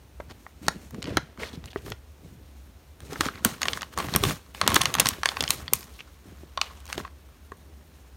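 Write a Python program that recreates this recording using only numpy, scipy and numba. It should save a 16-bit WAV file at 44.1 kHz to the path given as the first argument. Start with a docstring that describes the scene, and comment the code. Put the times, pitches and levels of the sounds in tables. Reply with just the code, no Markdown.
"""In a small soft room with a low hum, a foil-lined snack bag is held close to a phone,
then stands open on a table and is dug into by hand. Creases in the foil buckle and ring
the panels as sums of damped sines; sliding skin and foil give crackle, short squeaks and
band-filtered noise. Soft blows boom, handling rumbles as low thuds over shaped noise,
and near surfaces answer with a short decaying tail of noise."""
import sys
import numpy as np
from scipy import signal
from scipy.fft import rfft, irfft
from scipy.io import wavfile
from scipy.ndimage import uniform_filter1d
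from numba import njit

SR = 44100
rng = np.random.default_rng(int(sys.argv[2]) if len(sys.argv) > 2 else 0)


def digitize_waveform(pressure):
    """Quantize a signal to 16-bit integers and store it at the path in sys.argv[1].

    Rows of a 2-D input are taken as channels; values are limited to [-1, 1].
    """
    field = np.atleast_2d(pressure).T
    bounded = np.clip(field, -1, 1)
    quanta = np.round(bounded * 32767).astype(np.int16)
    wavfile.write(sys.argv[1], SR, quanta)


N = 359856
TIME = np.arange(N) / SR  # s
SET_DOWN_S = 3.1  # the bag leaves the phone and comes to stand open on the table

# Spectrum of the room's hum and hiss. Each row: frequency in Hz, relative density in dB per Hz.
ROOM_SPECTRUM = [(25, -39.5), (47, -11.5), (70, 4.5), (108, -20.5), (167, -19.5), (584, -27), (1980, -35),
                 (2670, -36.5), (13300, -45), (15200, -41), (16500, -68.5)]
ROOM_TONE_DB = -49.5  # rms before the hum wavers

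# Reverberation of table and near walls. Each row: frequency in Hz, time to fall by 60 dB in s.
REVERBERATION = [(300, 0.15), (3000, 0.22), (8000, 0.13), (15000, 0.021)]
ECHO_DB = -18.5  # energy of the tail re the direct sound

# Spectrum of the handling shudder. Each row: frequency in Hz, relative density in dB per Hz.
SHUDDER_SPECTRUM = [(30, -52), (60, -0.5), (120, -6.5), (250, -2), (450, -8.5), (800, -16.5)]

# Movements of hand and bag. Each row: start in s, time held in s, nominal time to die by 20 dB in s
# (scaled for hiss and rumble; zero or less stops almost at once), relative hiss level in dB,
# its brightness in dB re hiss, relative rumble level in dB.
MOVEMENTS = [(0.2, 0.032, 1.5, -65, 1, -53.5), (0.3, 0.022, -0.1, -41.5, -12, -51),
             (0.628, 0.1, 0.5, -50, -3.5, -43), (0.944, 0.011, 0.4, -52.5, -12, -34),
             (1.071, 0.028, 0.32, -38, -26, -31), (1.4, 0.037, 0.22, -37, -15.5, -45),
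             (1.534, 0.011, 0.25, -59, -8, -44), (1.645, 0.017, 0.1, -59, 6, -40.5),
             (1.74, 0.13, -0.1, -57, -4, -55), (1.86, 0.062, 0.03, -49, -1.5, -39),
             (2.24, 0.072, 0.8, -68, 5, -50.5), (3.02, 0.07, 3.5, -54.5, -0.5, -47.5),
             (3.111, 0.096, 0.67, -46, -3.5, -40.5), (3.208, 0.077, 0.04, -38, -2.5, -39),
             (3.355, 0.028, 2, -61, -12.5, -52.5), (3.453, 0.0042, 0.15, -32.5, -2, -34.5),
             (3.614, 0.16, 0.13, -43, -2.5, -41.5), (3.93, 0.015, -1.6, -48, -1.5, -67),
             (3.981, 0.013, 0.14, -31.5, -4.5, -35), (4.03, 0.097, 0.2, -44.5, 4, -36.5),
             (4.14, 0.037, 0.29, -37, -4.5, -30), (4.234, 0.073, 0.09, -34, 2, -29),
             (4.55, 0.061, 2.5, -50, 2.5, -52), (4.63, 0.029, 0.4, -37.5, -19, -38),
             (4.685, 0.085, 0.41, -32, -5, -30.5), (4.96, 0.058, 0.3, -42.5, -5.5, -34.5),
             (5.001, 0.016, 0.06, -30, -10, -34), (5.055, 0.0049, 0.2054, -34, 0, -36.5),
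             (5.251, 0.038, 0.42, -40, -4.5, -47), (5.401, 0.068, 0.69, -44.5, -7, -40),
             (5.5, 0.0093, 0.16, -39, 7, -46), (5.55, .08, -0.16, -51, 8.5, -48.5),
             (5.737, 0.0083, 0.26, -50.5, 24, -43), (6.26, 0.039, 0.87, -61.5, -1.5, -50),
             (6.615, 0.037, 0.23, -45.5, -8, -78), (6.719, 0.094, 0.34, -57, -2, -63),
             (6.894, 0.063, -0.01, -46.5, -1, -53.5), (6.979, 0.013, 0.1057, -40.5, -4, -38),
             (7.055, 0.023, 0.01, -51.5, -14, -67)]
HISS_RISE_S, HISS_FADE = 0.017, 0.72  # time to gain the last 20 dB; factor on the dying time
RUMBLE_RISE_S, RUMBLE_FADE = 0.04, 0.58  # the heavier rumble starts slower
REST_HISS_DB, REST_BRIGHT_DB, REST_RUMBLE_DB = -68.5, 2, -61.5  # the hands merely hold the bag
CONTROL_STEP = 64  # samples between computed points of the movement curves

# Soft blows of bag, hands and snack. Each row: time of touch in s, relative level in dB,
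# nominal pitch in Hz.
BLOWS = [(0.197, -26, 555), (0.678, -28, 165), (0.756, -31.5, 190), (0.939, -32, 187), (1.167, -15, 311),
         (1.381, -36, 203), (1.533, -33, 240), (1.571, -30.5, 151.6), (1.756, -19.5, 376),
         (1.846, -35.5, 135), (2.243, -37.5, 156), (3.121, -27, 423), (3.203, -20, 290), (3.258, -22, 251),
         (3.452, -16, 214), (3.975, -28.5, 174), (4.157, -20.5, 176), (4.233, -16.5, 370),
         (4.673, -19.5, 560), (4.716, -17, 1030), (4.76, -16.5, 304), (4.805, -17.5, 1070),
         (4.993, -21, 610), (5.181, -34.5, 347), (5.403, -26, 463), (5.723, -26, 442), (6.43, -36, 323),
         (6.586, -31.5, 1000), (6.975, -23, 339), (7.516, -34.5, 400)]

# Spectrum of sliding skin and foil. Each row: frequency in Hz, relative density in dB per Hz.
SLIDE_SPECTRUM = [(240, -30), (400, -7), (906, -11.5), (2050, -11), (4510, -14), (10400, -15.5),
                  (16000, -20.5)]

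# Fingertips rubbing a taut patch of foil. Each row: start in s, length in s,
# base pitch of the patch in Hz, relative level in dB.
FOIL_RUBS = [(1.395, 0.048, 1880, -47), (1.445, .052, 3900, -47.5), (1.53, 0.028, 3620, -51),
             (1.675, 0.015, 2620, -52), (1.702, 0.019, 3600, -51), (1.771, .02, 2900, -56),
             (3.335, .06, 1880, -55), (5.742, .06, 6000, -52), (5.933, 0.077, 4000, -57.5),
             (5.989, .024, 2700, -50), (6.625, .055, 3000, -55)]

# Partials of a rubbed patch. Each row: ratio to the base pitch, relative level in dB.
PATCH_PARTIALS = [(1, 3), (1.55, -1.5), (2.2, -6.5), (3.1, -9)]

# Resonances of the bag's panels. Each row: frequency in Hz, relative level in dB,
# nominal time to fall by 60 dB in s.
PANEL_MODES = [(742, -6, 0.018), (1136, -1, 0.021), (1700, -0.5, 0.018), (2350, -8.5, 0.011),
               (3134, -5.5, 0.018), (4250, -5, 0.014), (5100, -7.5, 0.011), (6577, 0, 0.01),
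               (8580, 0.5, 0.011), (11420, 0.5, 0.0078), (13540, -4, 0.012)]
BIG_PANEL_HZ = 1800  # panels that ring below this count as big
CRISP_FROM_HZ = 4110  # crispness counts in full an octave above this, and more further up

# Loud creases that buckle. Each row: time in s, relative level in dB, big panels in dB re level,
# crispness near 8 kHz in dB re level.
CREASES = [(0.2036, -40, 9.5, -15), (0.31, -33.5, -5, -22), (0.465, -47.5, 15.5, -22),
           (0.6658, -32, -13, -8), (0.6829, -8, -2, -7.5), (0.908, -45.5, 4.5, 3.5),
           (0.9452, -36.5, 1.5, -6.5), (1.021, -25, -12, -38), (1.0265, -22.5, -26, -9.5),
           (1.042, -26, -7, -16), (1.056, -28.5, -16, -30), (1.073, -31, -20, -30), (1.093, -29, -16, -20),
           (1.1705, -8.5, 1.5, -8), (1.179, -21, 1, -32), (1.375, -46, 8, -8), (1.64, -34, -5, -18),
           (1.6576, -34.5, -9, -4.5), (1.7313, -35, -5, -20), (1.76, -41, 14.5, -31), (1.8621, -35, 2, -10),
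           (1.881, -39, 4, -12), (1.9023, -37, -8, 1.5), (1.9198, -19.5, -3.5, -26), (3.004, -39, -4, -2.5),
           (3.1313, -25.5, -2, -7), (3.158, -32.5, 11.5, -26), (3.2082, -8, -4, -7),
           (3.2152, -24.5, -4, -5), (3.256, -18, -3.5, -13), (3.265, -23, -3.5, -7.5),
           (3.2857, -23.5, 5.5, -27), (3.3564, -33, -4, -32), (3.4486, -7.5, -1.5, 2),
           (3.6176, -17, -2.5, -4), (3.631, -9, -7.5, -13), (3.6551, -18, 0, -9.5), (3.6836, -6, -17, -25),
           (3.7328, -10, -16, -21), (3.7735, -32, 5.5, -4), (3.81, -24, -7, -17), (3.819, -22.5, -3.5, -5),
           (3.83, -20.5, -5.5, -24), (3.976, -25.5, 7, 0), (3.9866, -20.5, 1.5, -3.5),
           (4.086, -27, -1, -31), (4.1386, -14, -5.5, -15), (4.15, -14, -3, -31), (4.1611, -7.5, -5.5, -1),
           (4.2371, -8, -9, -6), (4.251, -14, -6.5, -27), (4.298, -21, -24, -28), (4.5475, -28, -5, -12),
           (4.6141, -7.5, -2, -12.5), (4.6397, -26.5, -2, -16), (4.665, -21, -3, -17), (4.6768, -3, -5, -4),
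           (4.7023, -18, -10, -5), (4.7181, -19, -3.5, -6), (4.728, -24, -9, -15), (4.744, -10, -20, -0.5),
           (4.757, -12, -5, -2.5), (4.7604, -6.5, -13, -4), (4.764, -4.5, -1, -20),
           (4.8122, -15, -10, -8.5), (4.816, -3.5, -15, -7), (4.835, -23.5, -3, -0.5),
           (4.8556, -2.5, -9.5, -13.5), (4.9405, -9, -17.5, -8.5), (4.9516, -15.5, -1.5, -3),
           (4.968, -28, -1, -24), (4.985, -17, -2, -13), (4.9979, -3.5, -15, -3.5), (5.001, -8, -13.5, 1),
           (5.007, -15, -14, -14), (5.022, -26, -5.5, -15), (5.0579, -6, -13.5, -12),
           (5.069, -6.5, -36, -12), (5.0879, -11.5, -36, 0), (5.136, -28, -1, -24),
           (5.233, -13.5, -3.5, -12), (5.2576, -7.5, -3, -7.5), (5.2889, -9, -17.5, -17),
           (5.3178, -30, 0, -9), (5.369, -17.5, -4, -23), (5.407, -7, -25, -12.5), (5.4253, -29, 5.5, 2.5),
           (5.4385, -12.5, -11, -11), (5.478, -13, -23.5, -18.5), (5.489, -27.5, -19.5, -1),
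           (5.5054, -5, -18.5, -1.5), (5.68, -17, -20, -42), (5.7345, -8, -15.5, 3),
           (5.8293, -31.5, -10, -10), (6.5747, -13, -0.5, -41), (6.6143, -5, -12.5, -15),
           (6.803, -44.5, -17, 0), (6.855, -37, -10, -2.5), (6.866, -37, -12, -3), (6.878, -36, -10, -5),
           (6.9, -29, -6.5, -18), (6.9278, -16.5, -9, -8.5), (6.9792, -22, -7, -11),
           (7.0495, -38.5, 15, -20), (7.519, -40.5, 10, -13)]

CAVITY_HZ, CAVITY_Q, CAVITY_DB = 1087, 7.6, -3.5  # the air inside the open bag

# Dips of the phone's sound port. Each row: frequency in Hz, sharpness Q.
PORT_NOTCHES = [(4800, 21.4), (7600, 13), (10400, 13)]
TOP_HZ = 16000  # upper limit of the phone


def undb(db):
    """Logarithmic levels: decibels to amplitude gain."""
    return 10 ** (np.asarray(db) / 20)


def colour(x, shape):
    """Spectral shaping: weight x by (Hz, dB) points joined along log frequency, then bring to rms 1."""
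    hz, db = np.transpose(shape)
    bins = np.maximum(np.fft.rfftfreq(len(x), 1 / SR), 1)
    gain = undb(np.interp(np.log(bins), np.log(hz), db, left=-70, right=-70))
    y = irfft(rfft(x) * gain, len(x))
    return y / np.sqrt(np.mean(y ** 2))


def walk(rate):
    """Slow random fluctuation: levels held 1 / rate s and smoothed twice; spread near 1."""
    hold = int(SR / rate)
    steps = np.repeat(rng.standard_normal(N // hold + 1), hold)
    return 1.3 * uniform_filter1d(uniform_filter1d(steps, hold), hold)[:N]


@njit
def ring(length, start, hz, t60, size):
    """Free vibration: a sum of damped sines, each from its start sample until it has fallen by 60 dB."""
    out = np.zeros(length)
    for k in range(len(start)):
        turn = np.exp((2j * np.pi * hz[k] - np.log(1000) / t60[k]) / SR)
        z = size[k] + 0j
        for i in range(max(start[k], 0), min(length, start[k] + int(t60[k] * SR))):
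            out[i] += z.imag
            z *= turn
    return out


def strokes(db, rise_s, fade):
    """Addition of powers: each movement rises steadily in dB, holds, then falls steadily in dB."""
    start, held, dies = (c[:, None] for c in np.transpose(MOVEMENTS)[:3])
    t = TIME[::CONTROL_STEP]
    before = np.maximum(start - t, 0)
    after = np.maximum(t - start - held, 0)
    fall_s = np.maximum(fade * dies, .005)
    return undb(db[:, None] - 20 * before / rise_s - 20 * after / fall_s) ** 2


def movement():
    """Power-weighted mean: hiss, brightness and rumble in dB; the loudest movement rules the brightness."""
    hiss_db, bright_db, rumble_db = np.transpose(MOVEMENTS)[3:]
    slide = strokes(hiss_db, HISS_RISE_S, HISS_FADE)
    rest = undb(REST_HISS_DB) ** 2
    total = slide.sum(0) + rest
    bright = (bright_db @ slide + REST_BRIGHT_DB * rest) / total
    shake = strokes(rumble_db, RUMBLE_RISE_S, RUMBLE_FADE).sum(0) + undb(REST_RUMBLE_DB) ** 2
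    curves = 10 * np.log10(total), bright, 10 * np.log10(shake)
    return [np.interp(TIME, TIME[::CONTROL_STEP], c) for c in curves]


def room_tone():
    """Stationary noise with slow amplitude modulation: a low hum wavers over a faint steady hiss."""
    noise = colour(rng.standard_normal(N), ROOM_SPECTRUM)
    hum = signal.sosfilt(signal.butter(2, 110, fs=SR, output="sos"), noise)
    waver = undb(1.5 * walk(3.7))
    return undb(ROOM_TONE_DB) * (noise + (waver - 1) * hum)


def echoes(x):
    """Reverberation by convolution: a dense noise tail decays at its own rate in each half octave."""
    t, tail = TIME[:SR // 3], 0
    room_hz, room_t60 = np.transpose(REVERBERATION)
    for hz in 200 * 2. ** np.arange(0, 6.6, .5):
        t60 = np.interp(np.log(hz), np.log(room_hz), room_t60)
        edges = [hz / 2 ** .25, min(hz * 2 ** .25, .49 * SR)]
        band = signal.butter(2, edges, "band", fs=SR, output="sos")
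        decay = undb(-60 * t / max(t60, .01))
        tail = tail + signal.sosfilt(band, rng.standard_normal(len(t))) * decay
    tail = tail * np.minimum(t / 0.00087, 1)  # brief build-up
    return undb(ECHO_DB) * signal.fftconvolve(x, tail / np.sqrt(np.sum(tail ** 2)))[:N]


def cavity(x):
    """Cavity resonance: standing open on the table, the bag lends a short hollow ring."""
    hollow = signal.lfilter(*signal.iirpeak(CAVITY_HZ, max(CAVITY_Q, 1), fs=SR), x)
    opened = np.clip((TIME - SET_DOWN_S) * 2, 0, 1)  # full after half a second
    return x + undb(CAVITY_DB) * opened * hollow


def rumble(rumble_db):
    """Forced low vibration: handling shakes bag, table and phone in random thuds over a faint shudder."""
    chance = rng.random((int(N / SR * 80), 3))  # 80 thuds a second
    s = chance[:, 0] * N / SR
    hz = 85 * 6 ** chance[:, 1]
    stand_out_db = np.minimum(-3.36 * np.log(chance[:, 2]), 6)
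    size = undb(np.interp(s, TIME, rumble_db) + 5.0 + stand_out_db)
    thuds = ring(N, (s * SR).astype(np.int64), hz, 7.2 / hz, size)
    thuds = signal.sosfilt(signal.butter(2, 500, fs=SR, output="sos"), thuds)
    shudder = colour(rng.standard_normal(N), SHUDDER_SPECTRUM)
    return thuds + shudder * undb(rumble_db - 6 + 3 * walk(25))


def knocks():
    """Impulse response of a soft body: the filled bag booms near its pitch and on an overtone."""
    s, db, hz = np.transpose(BLOWS)
    parts = np.array([(1.066, 2.5, 10.5), (1.7, -9, 19.0)])  # (pitch ratio, dB, cycles to -60 dB)
    pitch = np.outer(hz, parts[:, 0])
    t60 = parts[:, 2] / pitch
    size = undb(db[:, None] + parts[:, 1])
    start = np.repeat((s + .004) * SR, len(parts)).astype(np.int64)  # the boom follows the touch
    return ring(N, start, pitch.ravel(), t60.ravel(), size.ravel())


def hiss(hiss_db, bright_db):
    """Sliding friction: noise bands flutter together and each alone, as patches of foil catch and slip."""
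    noise = colour(rng.standard_normal(N), SLIDE_SPECTRUM)
    flutter_db = 1.6 * walk(70) + 1.5 * walk(500)
    out = 0
    for hz in 400 * 2. ** np.arange(0, 5.3, .75):
        edges = [hz, min(hz * 2 ** .75, .45 * SR)]
        band = signal.butter(1, edges, "band", fs=SR, output="sos")
        share = np.clip(np.log2(hz / 1000) / 2.8, 0, 1)  # brightness tilts the hiss above 1 kHz
        out = out + signal.sosfilt(band, noise) * undb(share * bright_db + 2.5 * walk(25))
    return out * undb(hiss_db + flutter_db - 3.5)


def rubs():
    """Stick-slip: skin slips thousands of times a second, each slip rings the patch; the rub stops dead."""
    start, length, hz, db = (c[:, None] for c in np.transpose(FOIL_RUBS))
    chance = rng.random((len(FOIL_RUBS), 4, 240))  # 240 slips in each rub
    partial = (chance[:, 0] * len(PATCH_PARTIALS)).astype(int)
    ratio, part_db = np.transpose(PATCH_PARTIALS)[:, partial]
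    pitch = np.minimum(hz * ratio * (1 + .42 * (chance[:, 1] - .5)), .45 * SR)
    # longer rubs have sparser slips, so each is made stronger
    size = undb(db + part_db - 3.0 * np.log(chance[:, 2])) * np.sqrt(20 * length)
    slip = ((start + length * chance[:, 3]) * SR).astype(np.int64)
    return ring(N, slip.ravel(), pitch.ravel(), (15 / pitch).ravel(), size.ravel())


def buckle(s, db, low_db, high_db, count, scatter_db, spread_s, damping):
    """Modal excitation: a crease rings each panel count times, with scattered pitch, strength and moment."""
    hz, panel_db, t60 = np.tile(np.transpose(PANEL_MODES), count)
    chance = rng.standard_normal((len(s), 4, len(hz)))
    crisp = np.maximum(hz / CRISP_FROM_HZ - 1, 0)
    share_db = np.where(hz < BIG_PANEL_HZ, low_db[:, None], high_db[:, None] * crisp)
    size = undb(db[:, None] + panel_db + share_db + scatter_db * chance[:, 0])
    size = size * np.sign(chance[:, 3])
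    # about half answer at once, the rest lag, big panels the most
    lag = spread_s * np.maximum(chance[:, 1], 0) * np.sqrt(1000 / hz)
    start = ((s[:, None] + lag) * SR).astype(np.int64)
    pitch = np.minimum(hz * (1 + .13 * chance[:, 2]), .45 * SR)
    return ring(N, start.ravel(), pitch.ravel(), np.tile(t60 * damping, len(s)), size.ravel())


def crackle(hiss_db, bright_db):
    """Random small bucklings: countless creases give way while the foil slides; a few stand out."""
    chance = rng.random((int(N / SR * 400), 4))  # 400 creases a second
    s = chance[:, 0] * N / SR
    stand_out_db = np.minimum(-3.8 * np.log(chance[:, 1]), 13)
    db = np.interp(s, TIME, hiss_db) - 9.0 + stand_out_db
    db = db - 9 * (s < SET_DOWN_S)  # finer while the bag is only held
    low_db = 14 * (chance[:, 2] - .5) - 3
    high_db = np.interp(s, TIME, bright_db) - 9.0 + 14 * (chance[:, 3] - .5)
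    return buckle(s, db, low_db, high_db, count=2, scatter_db=4.0, spread_s=.0006, damping=0.59)


def snaps():
    """Snap-through buckling: the loud creases strike the panels; their sound carries little below about 550 Hz."""
    s, db, low_db, high_db = np.transpose(CREASES)
    rung = buckle(s, db - 11.5, low_db, high_db, count=10, scatter_db=1, spread_s=.0006, damping=0.86)
    return signal.sosfilt(signal.butter(2, 550, "high", fs=SR, output="sos"), rung)


def scene():
    """Superposition: the bag's sources with their echoes and cavity, the rumble and the room."""
    hiss_db, bright_db, rumble_db = movement()
    bag = snaps() + crackle(hiss_db, bright_db) + knocks() + rubs()
    near = cavity(bag + echoes(bag) + hiss(hiss_db, bright_db))
    return (near + rumble(rumble_db) + room_tone())[None]


def record(dry):
    """Band limits and saturation: the phone drops deep bass, dips at its port, rounds peaks, cuts the top."""
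    x = signal.sosfilt(signal.butter(4, 44, "high", fs=SR, output="sos"), dry)
    for hz, q in PORT_NOTCHES:
        x = (x + signal.lfilter(*signal.iirnotch(hz, q, fs=SR), x)) / 2  # a dip of 6 dB
    rounded = np.tanh(.5 * x) / .5
    return signal.sosfilt(signal.ellip(10, .2, 70, TOP_HZ, fs=SR, output="sos"), rounded)


dry = scene()
out = record(dry)
digitize_waveform(out)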